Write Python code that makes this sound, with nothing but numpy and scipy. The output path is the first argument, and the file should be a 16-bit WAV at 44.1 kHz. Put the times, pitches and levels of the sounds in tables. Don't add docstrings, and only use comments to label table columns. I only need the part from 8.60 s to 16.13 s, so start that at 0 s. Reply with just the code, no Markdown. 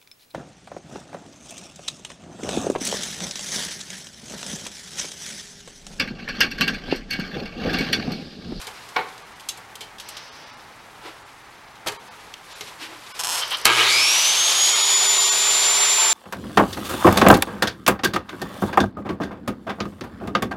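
import sys
import numpy as np
from scipy import signal
from scipy.fft import rfft, irfft, next_fast_len
from scipy.io import wavfile
from scipy.ndimage import uniform_filter1d, map_coordinates

SR = 44100
rng = np.random.default_rng(int(sys.argv[2]) if len(sys.argv) > 2 else 0)


def volts(x):
    e = np.asarray(x, float) / 20
    return 10 ** e


def wrap_up_sound(samples):
    columns = np.atleast_2d(samples).T
    tamed = np.clip(columns, -1, 1)
    steps = np.round(tamed * 32767).astype(np.int16)
    wavfile.write(sys.argv[1], SR, steps)


N = 332073
T = np.arange(N) / SR

# frequency in Hz, level in dB per Hz.
SHOP_COLOUR = [(15, -38), (25, -5), (264, -5.5), (376, -6), (419, -2.5), (480, -11.5), (826, 1.5),
               (896, -0.5), (999, -2.5), (1580, -4.5), (2310, -9), (3770, -19), (4440, -22), (11800, -43),
               (16300, -29)]

# time in seconds, pressure in dB.
HAND_PRESSURE = [(0, 7.5), (.1, 2.5), (.6, -1), (1.05, -3.5), (1.4, -4.5), (2.6, -3.5), (3.2, -6.5),
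                 (3.48, -0.5), (3.62, -0.5), (3.8, -3.5), (3.94, 5.5), (4.1, 5), (4.18, -0.5), (4.35, 0),
                 (4.55, 7.5), (4.8, 12.5), (5.05, 1)]
# frequency in Hz, level in dB per Hz.
BODY_COLOUR = [(120, -54), (200, -41), (307, -16.5), (528, -5.5), (771, -12.5), (945, -2.5), (2300, -9),
               (2990, -20.5), (5060, -120)]
SCUFF_COLOUR = [(1060, -39), (1800, -5), (2200, -1), (2840, 1.5), (3600, 1.5), (3790, 1.5), (5640, -2.5),
                (7000, -14.5), (9100, -52), (15400, -120)]
FIZZ_COLOUR = [(3530, -55), (6000, -0.5), (7030, 2.5), (12200, -2), (14700, -16), (16300, -32)]
# level in dB, growth in dB per dB of pressure, grain in dB.
FRICTION = [
    (-44.5, 0.64, 1),
    (-46.5, 1.04, 1.7),
    (-52, 1.06, 1),
]
# start in seconds, length in seconds, body in dB, hiss in dB.
GUARD_DRAGS = [
    (1.407, 0.52, -46, -47),
    (4.7, 0.42, -35, -38),
]
# frequency in Hz, level in dB per Hz.
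DRAG_COLOUR = [(1500, -34), (2600, -17), (3800, -7), (5000, 8), (6200, 3), (6900, -23), (9000, -45)]

# start in seconds, peak in dB, top of the treble in dB, t60 in seconds.
TICKS = [(0.014, -29, -15.5, 0.066), (0.0684, -26.5, -15, 0.052), (0.288, -35.5, -13, 0.046),
         (0.363, -21.5, -48, 0.025), (0.486, -36, -23, 0.05), (0.5776, -33.5, -14, 0.02),
         (0.7965, -33.5, -16, 0.039), (0.806, -36, -14, 0.028), (0.887, -17.5, -12, 0.047),
         (0.973, -34.5, -6, 0.043), (1.154, -25.5, -13.5, 0.021), (1.207, -29, -18, 0.091),
         (1.3828, -33.5, -21, 0.046), (1.398, -26.5, -16.5, 0.057), (1.487, -27, -5, 0.041),
         (1.568, -24.5, -22, 0.042), (3.1546, -41, -21, 0.043), (3.262, -32, -10, 0.033),
         (3.269, -18, -15, 0.042), (3.282, -14.5, -17, 0.023), (3.273, -21, -14, .04),
         (3.292, -31, -16, 0.043), (3.3, -42, -15, .05), (3.319, -31.5, -11, 0.044), (3.332, -45, -16, .05),
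         (3.346, -37, -17, 0.042), (3.7387, -19.5, -24.5, 0.01), (4.0083, -22.5, -20.5, 0.038)]
# start in seconds, peak in dB.
CONTACT_CLICKS = [(4.871, -37), (4.878, -26), (4.897, -36), (4.905, -23), (4.912, -26), (4.9244, -22),
                  (4.9701, -24), (4.9831, -26), (4.998, -31), (5.0134, -29)]
# mode in Hz, level in dB, t60 in seconds.
GUARD_MODES = [(2830, -49.5, .15), (3250, -10, 0.12), (4020, -5, 0.033), (6310, -8, 0.046),
               (7780, -29, 0.087), (8600, -33, 0.047)]
# start in seconds, peak in dB, t60 in seconds, bass in dB.
KNOCKS = [(0.075, -23, 0.16, -22), (0.3595, -11.5, 0.15, -22), (0.363, -3.5, 0.13, -30),
          (0.378, -16.5, 0.17, -18), (0.387, -11, 0.14, -12), (0.408, -20, 0.5, -14),
          (0.978, -32, 0.17, -2), (1.209, -33, 0.36, 6), (3.261, -15, 0.098, 2), (3.267, -14, 0.19, 9),
          (3.282, -17.5, 0.28, 4), (3.32, -28, 0.2, 0), (4.009, -26, 0.17, 8)]
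# mode in Hz, level in dB, t60 in seconds.
BASE_MODES = [(465, -12, .12), (750, -5, .2), (882, -5, .2), (1071, -15, .08), (1445, -12, .15),
              (1512, -13, .15), (1785, -10, .12), (2189, -5, .14), (2268, -5, .14), (2450, -13, .12),
              (3135, -17, .07), (4090, -18, .1)]
# mode in Hz, level in dB, t60 in seconds.
ARM_MODES = [(412.5, -6, .2), (525, -12, .2), (938, -6.5, .4), (333, -11.5, .2), (636, -8.5, .15),
             (775, -6, .15), (1096, -12, .15), (1270, -7, 0.092), (1640, -10, 0.11), (1787, -8, .12),
             (2130, -7, .2), (2490, -10, .2)]

# mode in Hz, level in dB, t60 in seconds.
CLAMP = [(2826, -8, .13), (3400, -4, .04), (3924, -5, .07), (4450, -4, .035), (5222, -12, .04),
         (6277, -7, .05), (6605, -15, .15), (7300, -9, .06)]
LEVER = [(2309, -17, .3), (3144, -2, .14), (3500, -3, .035), (4400, -8, .04), (6400, -12, .06),
         (7600, -10, .06)]
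THUD = [(165, 0, 0.14), (215, -9, .1)]
# start in seconds, level in dB, modes of the part.
CHIMES = [
    (.889, -23.5, CLAMP),
    (1.207, -47, LEVER),
    (1.213, -34, LEVER),
    (.388, -42, THUD),
]
# centre in seconds, level in dB, half length in seconds,
# scuff in dB, low note in dB.
PUSHES = [
    (2.465, -37, 0.028, -9, 0),
    (4.23, -34, 0.028, 4, 10),
    (4.317, -41, 0.042, -10, 8),
]

# start in seconds, length in seconds,
# first and last slips per second, level in dB.
CREAK_RUNS = [
    (4.715, .043, 300, 330, -17),
    (4.771, .036, 330, 300, -18),
]
# start in seconds, level in dB.
SINGLE_SLIPS = [(4.584, -37), (4.591, -21), (4.593, -20), (4.595, -18), (4.599, -14), (4.605, -15),
                (4.611, -16.5), (4.62, -15), (4.62, -26), (4.6355, -15), (4.638, -16), (4.646, -12.5),
                (4.652, -14), (4.659, -18), (4.670, -13), (4.673, -22), (4.68, -17), (4.6878, -17),
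                (4.692, -14), (4.698, -14), (4.7043, -14.5), (4.710, -16), (4.759, -18), (4.766, -18),
                (4.81, -18), (4.816, -29)]
# frequency in Hz, width in Hz, level in dB.
HANDLE = [(900, 70, 2), (1700, 200, -7), (2700, 150, -3), (3350, 170, -2), (4200, 78, -2), (5300, 90, 1.5),
          (6480, 80, 0), (7380, 80, -1), (7950, 90, -2), (8300, 110, 0), (9570, 100, -5), (10200, 60, -4),
          (11100, 60, 0), (11750, 120, -7), (12600, 120, -5), (13100, 120, -10), (14800, 400, -21)]
# start in seconds, length in seconds, level in dB.
SPRING_SQUEAKS = [
    (4.809, 0.027, -26.5),
    (4.905, 0.045, -24),
]
# frequency in Hz, level in dB per Hz.
SPRING_COLOUR = [(500, -43), (1000, -16.5), (1600, -24.5), (2600, -23.0), (3100, -9.5), (3500, -18.5),
                 (5500, -29), (6500, -48)]

# start in seconds, level in dB, hold in seconds, t60 in seconds.
SWITCH_HITS = [(5.0475, -21, .003, .015),
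               (5.0525, -3, .0037, .01),
               (5.0595, -16, .002, .03), (5.065, -14, .002, .02), (5.075, -17, .001, .02)]
# frequency in Hz, level in dB per Hz.
SNAP_COLOUR = [(18, -44.5), (60, -28), (120, -23), (690, -11), (1370, -21), (1880, -6), (4370, -0.5),
               (4850, -4), (7590, -5.5), (8220, -7), (13900, -12.5), (16300, -39)]

# turns per second missing at switch-on, time constant in seconds.
RUN_UP = [
    (220.96, .1115),
    (199.96, .515),
]
# frequency in Hz, width in Hz, level in dB.
HOUSING = [(360, 50, -9), (476, 36, -8.5), (890, 110, -10), (1250, 64, 1.5), (1627, 41, -0.5),
           (2235, 120, -4), (2480, 100, -7), (2970, 190, -6), (3890, 310, -9.5), (4440, 250, -16)]
# time in seconds, housing roar in dB, air in dB, gear in dB.
RUN_LEVELS = [(5.08, -21.5, -41, -25.5), (5.14, -26.5, -36, -25), (5.22, -25.5, -34.5, -23.5),
              (5.45, -29, -31.5, -21), (6.0, -28.5, -31, -26), (6.77, -28.5, -32.5, -36.5),
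              (7.53, -26.5, -33.5, -40)]
# multiple of armature speed, dB while speeding up, dB at full speed.
ARMATURE_ORDERS = [(1, -62, -58), (2, -54, -54), (4, -44, -50), (5, -50, -45), (7, -51, -45), (9, -48, -42),
                   (10, -38, -43), (16, -47, -43), (18, -39, -50), (21, -44, -57), (27, -48, -50),
                   (32, -41, -45), (36, -52, -62), (38, -37, -67)]
# multiple of wheel speed,
# dB while speeding up, dB at full speed.
WHEEL_ORDERS = [(1, -72, -65), (2, -60, -58), (4, -68, -56), (5, -59, -44), (6, -66, -53), (8, -62, -51),
                (11, -55, -46), (12, -53, -47), (14, -47, -49), (16, -58, -48), (41, -43, -42),
                (43, -42, -42), (44, -45, -50)]
# time in seconds, level in dB.
VENTS = [(5.3, -14), (5.45, 0), (5.62, 0), (5.7, -6), (5.8, -2), (5.9, -7), (6.4, -8), (6.5, 0)]
# frequency in Hz, level in dB per Hz.
ROAR_COLOUR = [(18, -62), (30, -78), (155, -25), (252, -18), (402, -7), (467, -6.5), (864, 2.5),
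               (1190, 3.5), (1400, -1), (1540, 1), (1760, -2), (2280, 4), (2600, 2.5), (3380, -3),
               (5720, -120)]
AIR_COLOUR = [(1060, -58), (1800, -15.5), (2270, -30), (2910, -1.5), (3530, 6), (4170, 1.5), (4610, 2.5),
              (6420, -0.5), (7040, -0.5), (8870, -7), (10900, -6.5), (14900, -27.5), (15900, -31),
              (16300, -50)]
# frequency in Hz, level in dB per Hz.
TOOTH_WANDER = [(1, -10), (30, 0), (100, -5), (300, -18), (1200, -36)]
# frequency in Hz, gain in dB.
GEAR_CASE = [(900, -15), (1250, -1), (1450, -21), (1640, -6), (1950, -6), (2300, 4.0), (2750, -4.5),
             (3200, -1.5), (4500, -21)]
# frequency in Hz, level in dB per Hz.
LOADING_WANDER = [(1, -10), (60, 0), (300, -5), (900, -10), (1600, -40)]
# time in seconds, level in dB.
LOADING = [(5.12, -34.5), (5.21, -18.5), (5.24, -22), (5.28, -22.5), (5.33, -27), (5.45, -32), (5.6, -80)]

# frequency in Hz, t60 in seconds.
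ROOM_T60 = [(200, 0.74), (2000, 0.47), (12000, 0.12)]
# time in seconds, threshold in dB.
THINNED = [(.639, 1), (.746, 0), (1.707, 1), (1.855, 0), (1.919, 0), (1.959, 1), (2.644, 0), (3.384, 3),
           (3.5, 3), (3.944, 2), (4.534, 5), (6.142, 3), (6.188, 1), (6.229, 3), (6.356, 2), (6.484, 3),
           (6.592, 3), (6.655, 2), (6.708, 5), (6.891, 2), (7.401, 1.5)]
PARTED = [1.085, 1.64, 2.595, 2.85, 3.13, 3.8, 3.985, 4.08, 5.92, 6.45, 6.78, 7.1, 7.51]

ARM_DOWN_S = 3
START_S, FULL_SPEED = 5.05, 381.96
GEAR_RATIO = 9 / 42


def unit(x):
    return x / np.sqrt(np.mean(x ** 2) + 1e-20)


def along(points, hz):
    f, v = np.transpose(points)
    return np.interp(np.log(hz + 1), np.log(f + 1), v)


def curves(rows):
    s, *cols = np.transpose(rows)
    return [np.interp(T, s, c) for c in cols]


def wobble(rate, t=T):
    coarse = t[::32]
    knots = rng.standard_normal(int(N * rate / SR) + 4)
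    return np.interp(t, coarse, map_coordinates(knots, [coarse * rate], order=2))


def filtered(x, response):
    m = next_fast_len(len(x) + 8192)
    return irfft(rfft(x, m) * response(np.fft.rfftfreq(m, 1 / SR)), m)[:len(x)]


def noise(spectrum, size=N):
    return unit(filtered(rng.standard_normal(size), lambda hz: volts(along(spectrum, hz))))


def resonances(peaks, widen):
    def response(f):
        total = 0
        for k, (centre, width, db) in enumerate(peaks):
            damping = 1j * f * width * widen
            total = total + (-1) ** k * volts(db) * damping / (centre * centre - f * f + damping)
        return total
    return response


def add(track, s, sound):
    track[round(s * SR):][:len(sound)] += sound


def ring(modes, t, longest):
    out = 0
    for hz, db, t60 in modes:
        fade = volts(db + rng.normal(0, 2.7) - 60 * t / min(t60, longest))
        out = out + fade * np.sin(2 * np.pi * hz * t)
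    return out


def swell(s, length, attack, release):
    return np.clip((T - s) / attack, 0, 1) * volts(-60 * np.clip(T - s - length, 0, None) / release)


def shop():
    duck = volts(-19 * np.clip((T - 5.06) / .15, 0, 1))
    whistle = volts(-68.5) * np.sin(2 * np.pi * 6150 * T)
    hum = volts(-63.0) * np.sin(2 * np.pi * 120 * T)
    return duck * (volts(-47 + wobble(5.85)) * noise(SHOP_COLOUR) + whistle + 0) + (1 - duck) * 0 * hum + (
        duck * duck * hum)


def rubbing():
    pressure_db, = curves(HAND_PRESSURE)
    out = np.zeros(N)
    for (db, grows, grain_db), colour in zip(FRICTION, (BODY_COLOUR, SCUFF_COLOUR, FIZZ_COLOUR)):
        out += volts(db + grows * pressure_db + grain_db * wobble(70) - 4) * noise(colour)
    body, scuff, hiss = noise(BODY_COLOUR), noise(SCUFF_COLOUR), noise(DRAG_COLOUR)
    for s, length, body_db, hiss_db in GUARD_DRAGS:
        slowing_db = -14.8 * np.clip(T - s, 0, 1)
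        drag = swell(s, length, 0.085, 0.96) * volts(0.69 * wobble(70) + slowing_db)
        out += drag * (volts(body_db) * body + volts(hiss_db) * (hiss + 1.38 * scuff))
    return (T < 5.056) * out


def ticks():
    out, t = np.zeros(N + SR), np.arange(SR // 4) / SR
    clicks = [(s, db, 4, 0.016) for s, db in CONTACT_CLICKS]
    for s, db, top_db, t60 in list(TICKS) + clicks:
        t60 = np.clip(t60, .01, .25)
        hz = np.clip(9020 * 2 ** (top_db / 16.5), 2500, 12000)
        colour = [(1800, -19), (2500, -5.5), (3100, -2.0), (4400, -5), (5600, -8.0),
                  (8000, top_db + 5.5), (13000, top_db), (16000, top_db - 21)]
        puff = noise(colour, size=len(t))
        fade = volts(-60 * t / t60) + 0.48 * volts(-20 * t / t60)
        note = .5 * np.sin(2 * np.pi * hz * t) * volts(-25 * (hz / 3000) * t / t60)
        guard = 0.86 * ring(GUARD_MODES, t, longest=1.6 * t60)
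        onset = 1 - np.exp(-(t / 0.00085) ** 2)
        add(out, s, volts(db - 7.5) * onset * (puff * fade + note + guard))
    return out[:N]


def knocks():
    out, t = np.zeros(N + SR), np.arange(SR // 4) / SR
    for s, db, t60, bass_db in KNOCKS:
        t60 = np.clip(t60, .03, .5)
        modes = BASE_MODES if s < ARM_DOWN_S else ARM_MODES
        colour = [(50, bass_db - 50), (110, bass_db - 2.5), (240, -20), (340, -11), (450, 0.5),
                  (620, -15.0), (860, -4.0), (1300, -6.0), (2300, -10.5), (3000, -15), (4500, -21), (6000, -42)]
        puff = 0.77 * noise(colour, size=len(t)) * volts(-60 * t / t60)
        main = 1.4 * ring(modes[:3], t, longest=0.68 * t60)
        others = 1.17 * ring(modes[3:], t, longest=0.5 * t60)
        onset = 1 - np.exp(-t / 0.0023)
        crack = 1 + 1.1 * volts(-60 * t / 0.04)
        add(out, s, volts(db - 14) * onset * crack * (puff + main + others))
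    return out[:N]


def chimes():
    out, t = np.zeros(N), np.arange(SR // 4) / SR
    for s, db, modes in CHIMES:
        add(out, s, volts(db) * (1 - np.exp(-t / 0.00063)) * ring(modes, t, longest=.3))
    return out


def pushes():
    out, t = np.zeros(N), np.linspace(-.1, .15, SR // 4)
    for s, db, half, scuff_db, note_db in PUSHES:
        press = np.exp(-(t / np.where(t < 0, half, 1.63 * half)) ** 2)
        colour = [(200, -27), (310, note_db), (400, -7.0), (1000, -4), (3000, scuff_db),
                  (5300, scuff_db - 8.0), (6500, scuff_db - 13.0), (14000, scuff_db - 23), (16000, -50)]
        add(out, s + t[0], volts(db) * press * noise(colour, size=len(t)))
    return out


def trigger():
    slips = np.zeros(N + SR)
    unsteady, sizes = volts(1.4 * wobble(150)), volts(0.81 * rng.standard_normal(N))
    for s, length, first, last, db in CREAK_RUNS:
        start = round(s * SR)
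        part = slice(start, start + round(length * SR))
        rate = np.linspace(first, last, part.stop - part.start) * unsteady[part]
        releases = np.diff(np.ceil(np.cumsum(rate) / SR), prepend=0)
        add(slips, s, volts(db) * sizes[part] * releases)
    for s, db in SINGLE_SLIPS:
        slips[round(s * SR)] = volts(db)
    slips = slips[:N]

    t = np.arange(SR // 50) / SR
    shake = rng.standard_normal(len(t)) * np.exp(-(t / 0.0029) ** 2)
    shake[0] = 6
    lines = rfft(shake)
    shake = 15 * irfft(lines / np.abs(lines), len(t))
    shaken = signal.fftconvolve(slips, shake)[:N]
    grit = signal.fftconvolve(slips, np.exp(-(t / 0.0022) ** 2))[:N] * rng.standard_normal(N)
    handle = resonances(HANDLE, widen=3.2)
    creak = filtered(shaken + 0.22 * grit, lambda hz: handle(hz) / (1 + 1j * hz / 18000) ** 2)

    squeaks = sum(volts(db) * swell(s, length, 0.014, 0.056) for s, length, db in SPRING_SQUEAKS)
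    return volts(-1.0) * creak + squeaks * volts(0.74 * wobble(150)) * noise(SPRING_COLOUR)


def switch():
    out, t = np.zeros(N), np.arange(SR // 8) / SR
    onset = 1 - np.exp(-(t / .0012) ** 2)
    for s, db, hold, t60 in SWITCH_HITS:
        fade = volts(db - 60 * np.clip(t - hold, 0, None) / t60)
        add(out, s, fade * onset * noise(SNAP_COLOUR, size=len(t)))
    return out


def rotor():
    since = np.clip(T - START_S, 0, None)
    missing = sum(gap * np.exp(-since / tau) for gap, tau in RUN_UP)
    return np.clip(FULL_SPEED - missing, 0, None)


def inrush():
    fall = (rotor() / FULL_SPEED) ** 3.97
    lull_db = -5 * np.exp(-((T - 5.145) / 0.027) ** 2)
    growl_db = -16.5 - 58.5 * fall + lull_db
    hum_db = -39.5 - 44 * fall
    beat = 120 * T
    kicks = np.diff(np.floor(beat), prepend=0) * volts(1.6 * rng.standard_normal(N))
    rattle = 0.21 * rng.standard_normal(N) * (1 + 0.64 * np.cos(2 * np.pi * beat))
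    growl = unit(filtered(kicks + rattle, resonances(HOUSING, widen=1)))
    hum = np.sin(2 * np.pi * beat)
    on = np.clip((T - START_S - .004) / 0.0038, 0, 1)
    return on * (volts(growl_db) * growl + volts(hum_db) * hum)


def fan_level(speed):
    hz = 19 * speed
    delay_s, cancelled_hz = .00357, 6275
    echo = .15 + .57 * np.exp(-((hz - 6420) / 330) ** 2)
    comb = np.abs(1 - echo * np.exp(2j * np.pi * (hz - cancelled_hz) * delay_s)) / (1 + echo)
    return volts(-19) * speed / FULL_SPEED * comb


def orders(turns, settled, t):
    out, vents_db = np.zeros(len(t)), np.interp(t, *np.transpose(VENTS))
    for table, ratio in ((ARMATURE_ORDERS, 1), (WHEEL_ORDERS, GEAR_RATIO)):
        for k, early_db, late_db in table:
            multiple = k * ratio
            broken = min(1, multiple / 4)
            db = early_db + (late_db - early_db) * settled
            db = db + 2.5 * broken - 5 * broken * np.abs(wobble(14, t))
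            db = db + (multiple > 30) * vents_db
            phase = multiple * turns + 0.18 * wobble(40, t) + rng.uniform(0, 5.65)
            out += np.sqrt(2) * volts(db) * np.sin(phase)
    tube = volts(-29.5) * np.clip((t - 7.33) / 0.073, 0, 1)
    return out + tube * np.sin(11 * GEAR_RATIO * turns)


def fan(speed, turns):
    flutter = 2.3 * np.clip((5.345 - T) / .05, 0, 1) * wobble(400)
    level = np.clip((T - 5.2) / 0.14, 0, 1) * fan_level(speed) * volts(0.78 * wobble(30))
    return np.sqrt(2) * level * np.sin(19 * turns + 0.17 * wobble(51) + flutter)


def fan_loading(turns):
    level_db, = curves(LOADING)
    return volts(level_db) * np.sqrt(2) * np.sin(16.2 * turns + 1.3 * noise(LOADING_WANDER))


def gear_mesh(turns, settled):
    wander = (2.1 - .8 * settled) * noise(TOOTH_WANDER)
    mesh = np.sqrt(2) * np.sin(9 * turns + wander)
    return filtered(mesh, lambda hz: volts(along(GEAR_CASE, hz)))


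def motor():
    speed = rotor()
    turns = 2 * np.pi * np.cumsum(speed) / SR
    settled = np.clip((speed - 320) / 50, 0, 1)
    on = np.clip((T - 5.056) / 0.0031, 0, 1)
    spinning = np.clip((T - 5.12) / 0.11, 0, 1)
    roar_db, air_db, gear_db = curves(RUN_LEVELS)
    tones = fan(speed, turns)
    run = slice(5 * SR, N)
    tones[run] += np.clip((T[run] - 5.25) / .15, 0, 1) * orders(turns[run], settled[run], T[run])
    gear = volts(gear_db) * gear_mesh(turns, settled)
    pulsing = 1 + 0.33 * np.sin(turns)
    air = noise(AIR_COLOUR) * volts(air_db + 10.5 + 0.76 * wobble(25)) * pulsing
    roar = noise(ROAR_COLOUR) * volts(roar_db + 0.5 + wobble(21))
    return on * (spinning * (tones + gear) + fan_loading(turns) + air + roar)


def room(x):
    hz, t, z = signal.stft(rng.standard_normal(SR // 2), SR, nperseg=256)
    fade = volts(-60 * t / along(ROOM_T60, hz)[:, None])
    tail = signal.istft(z * fade, SR, nperseg=256)[1]
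    return signal.fftconvolve(np.pad(x, (300, 0)), tail / np.linalg.norm(tail))[:N]


def scene():
    hits = ticks() + knocks() + chimes() + trigger() + switch()
    mono = hits + volts(-14.5) * room(hits)
    mono = mono + motor() + inrush() + rubbing() + pushes() + shop()
    return np.array([mono, mono])


def thinned(x):
    out, size = np.pad(x, (0, 2048)), 1880
    window, hz = np.sin(np.pi * np.arange(size) / size), np.fft.rfftfreq(size, 1 / SR)
    for s, db in THINNED:
        block = out[round(s * SR) - size // 2:][:size]
        z = rfft(block * window)
        local = np.sqrt(np.abs(uniform_filter1d(np.abs(z) ** 2, size=60)))
        tilt_db = (7 if s < START_S else 2.6) * hz / 10000
        kept = z * (np.abs(z) > local * volts(db - 2.3 + tilt_db))
        kept *= volts(1.5 + .5 * db)
        block += window * (irfft(kept, size) - block * window)
    return out[:N]


def parted(x):
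    side, size = np.zeros(N + 2048), 2048
    hz = np.fft.rfftfreq(size, 1 / SR)
    for s, centres in zip(PARTED, rng.uniform(5500, 12000, (len(PARTED), 2))):
        bands = (np.abs(hz[:, None] - centres) < 650).any(axis=1)
        block = np.pad(x, (0, size))[round(s * SR) - size // 2:][:size]
        level = np.abs(rfft(block) * bands)
        scattered = level * np.exp(2j * np.pi * rng.random(len(hz)))
        add(side, s - size / 2 / SR, np.hanning(size) * irfft(scattered, size))
    return volts(-4.0) * side[:N]


def roll_off(x):
    return signal.sosfilt(signal.butter(12, 16450, fs=SR, output="sos"), x)


def record(dry):
    mono = dry[0] / (1 + np.abs(dry[0] / .93) ** 6) ** (1 / 6)
    mono = filtered(thinned(mono), lambda hz: hz < 15870)
    side = parted(mono)
    return roll_off(np.array([mono + side, mono - side]))


dry = scene()
out = record(dry)
wrap_up_sound(out)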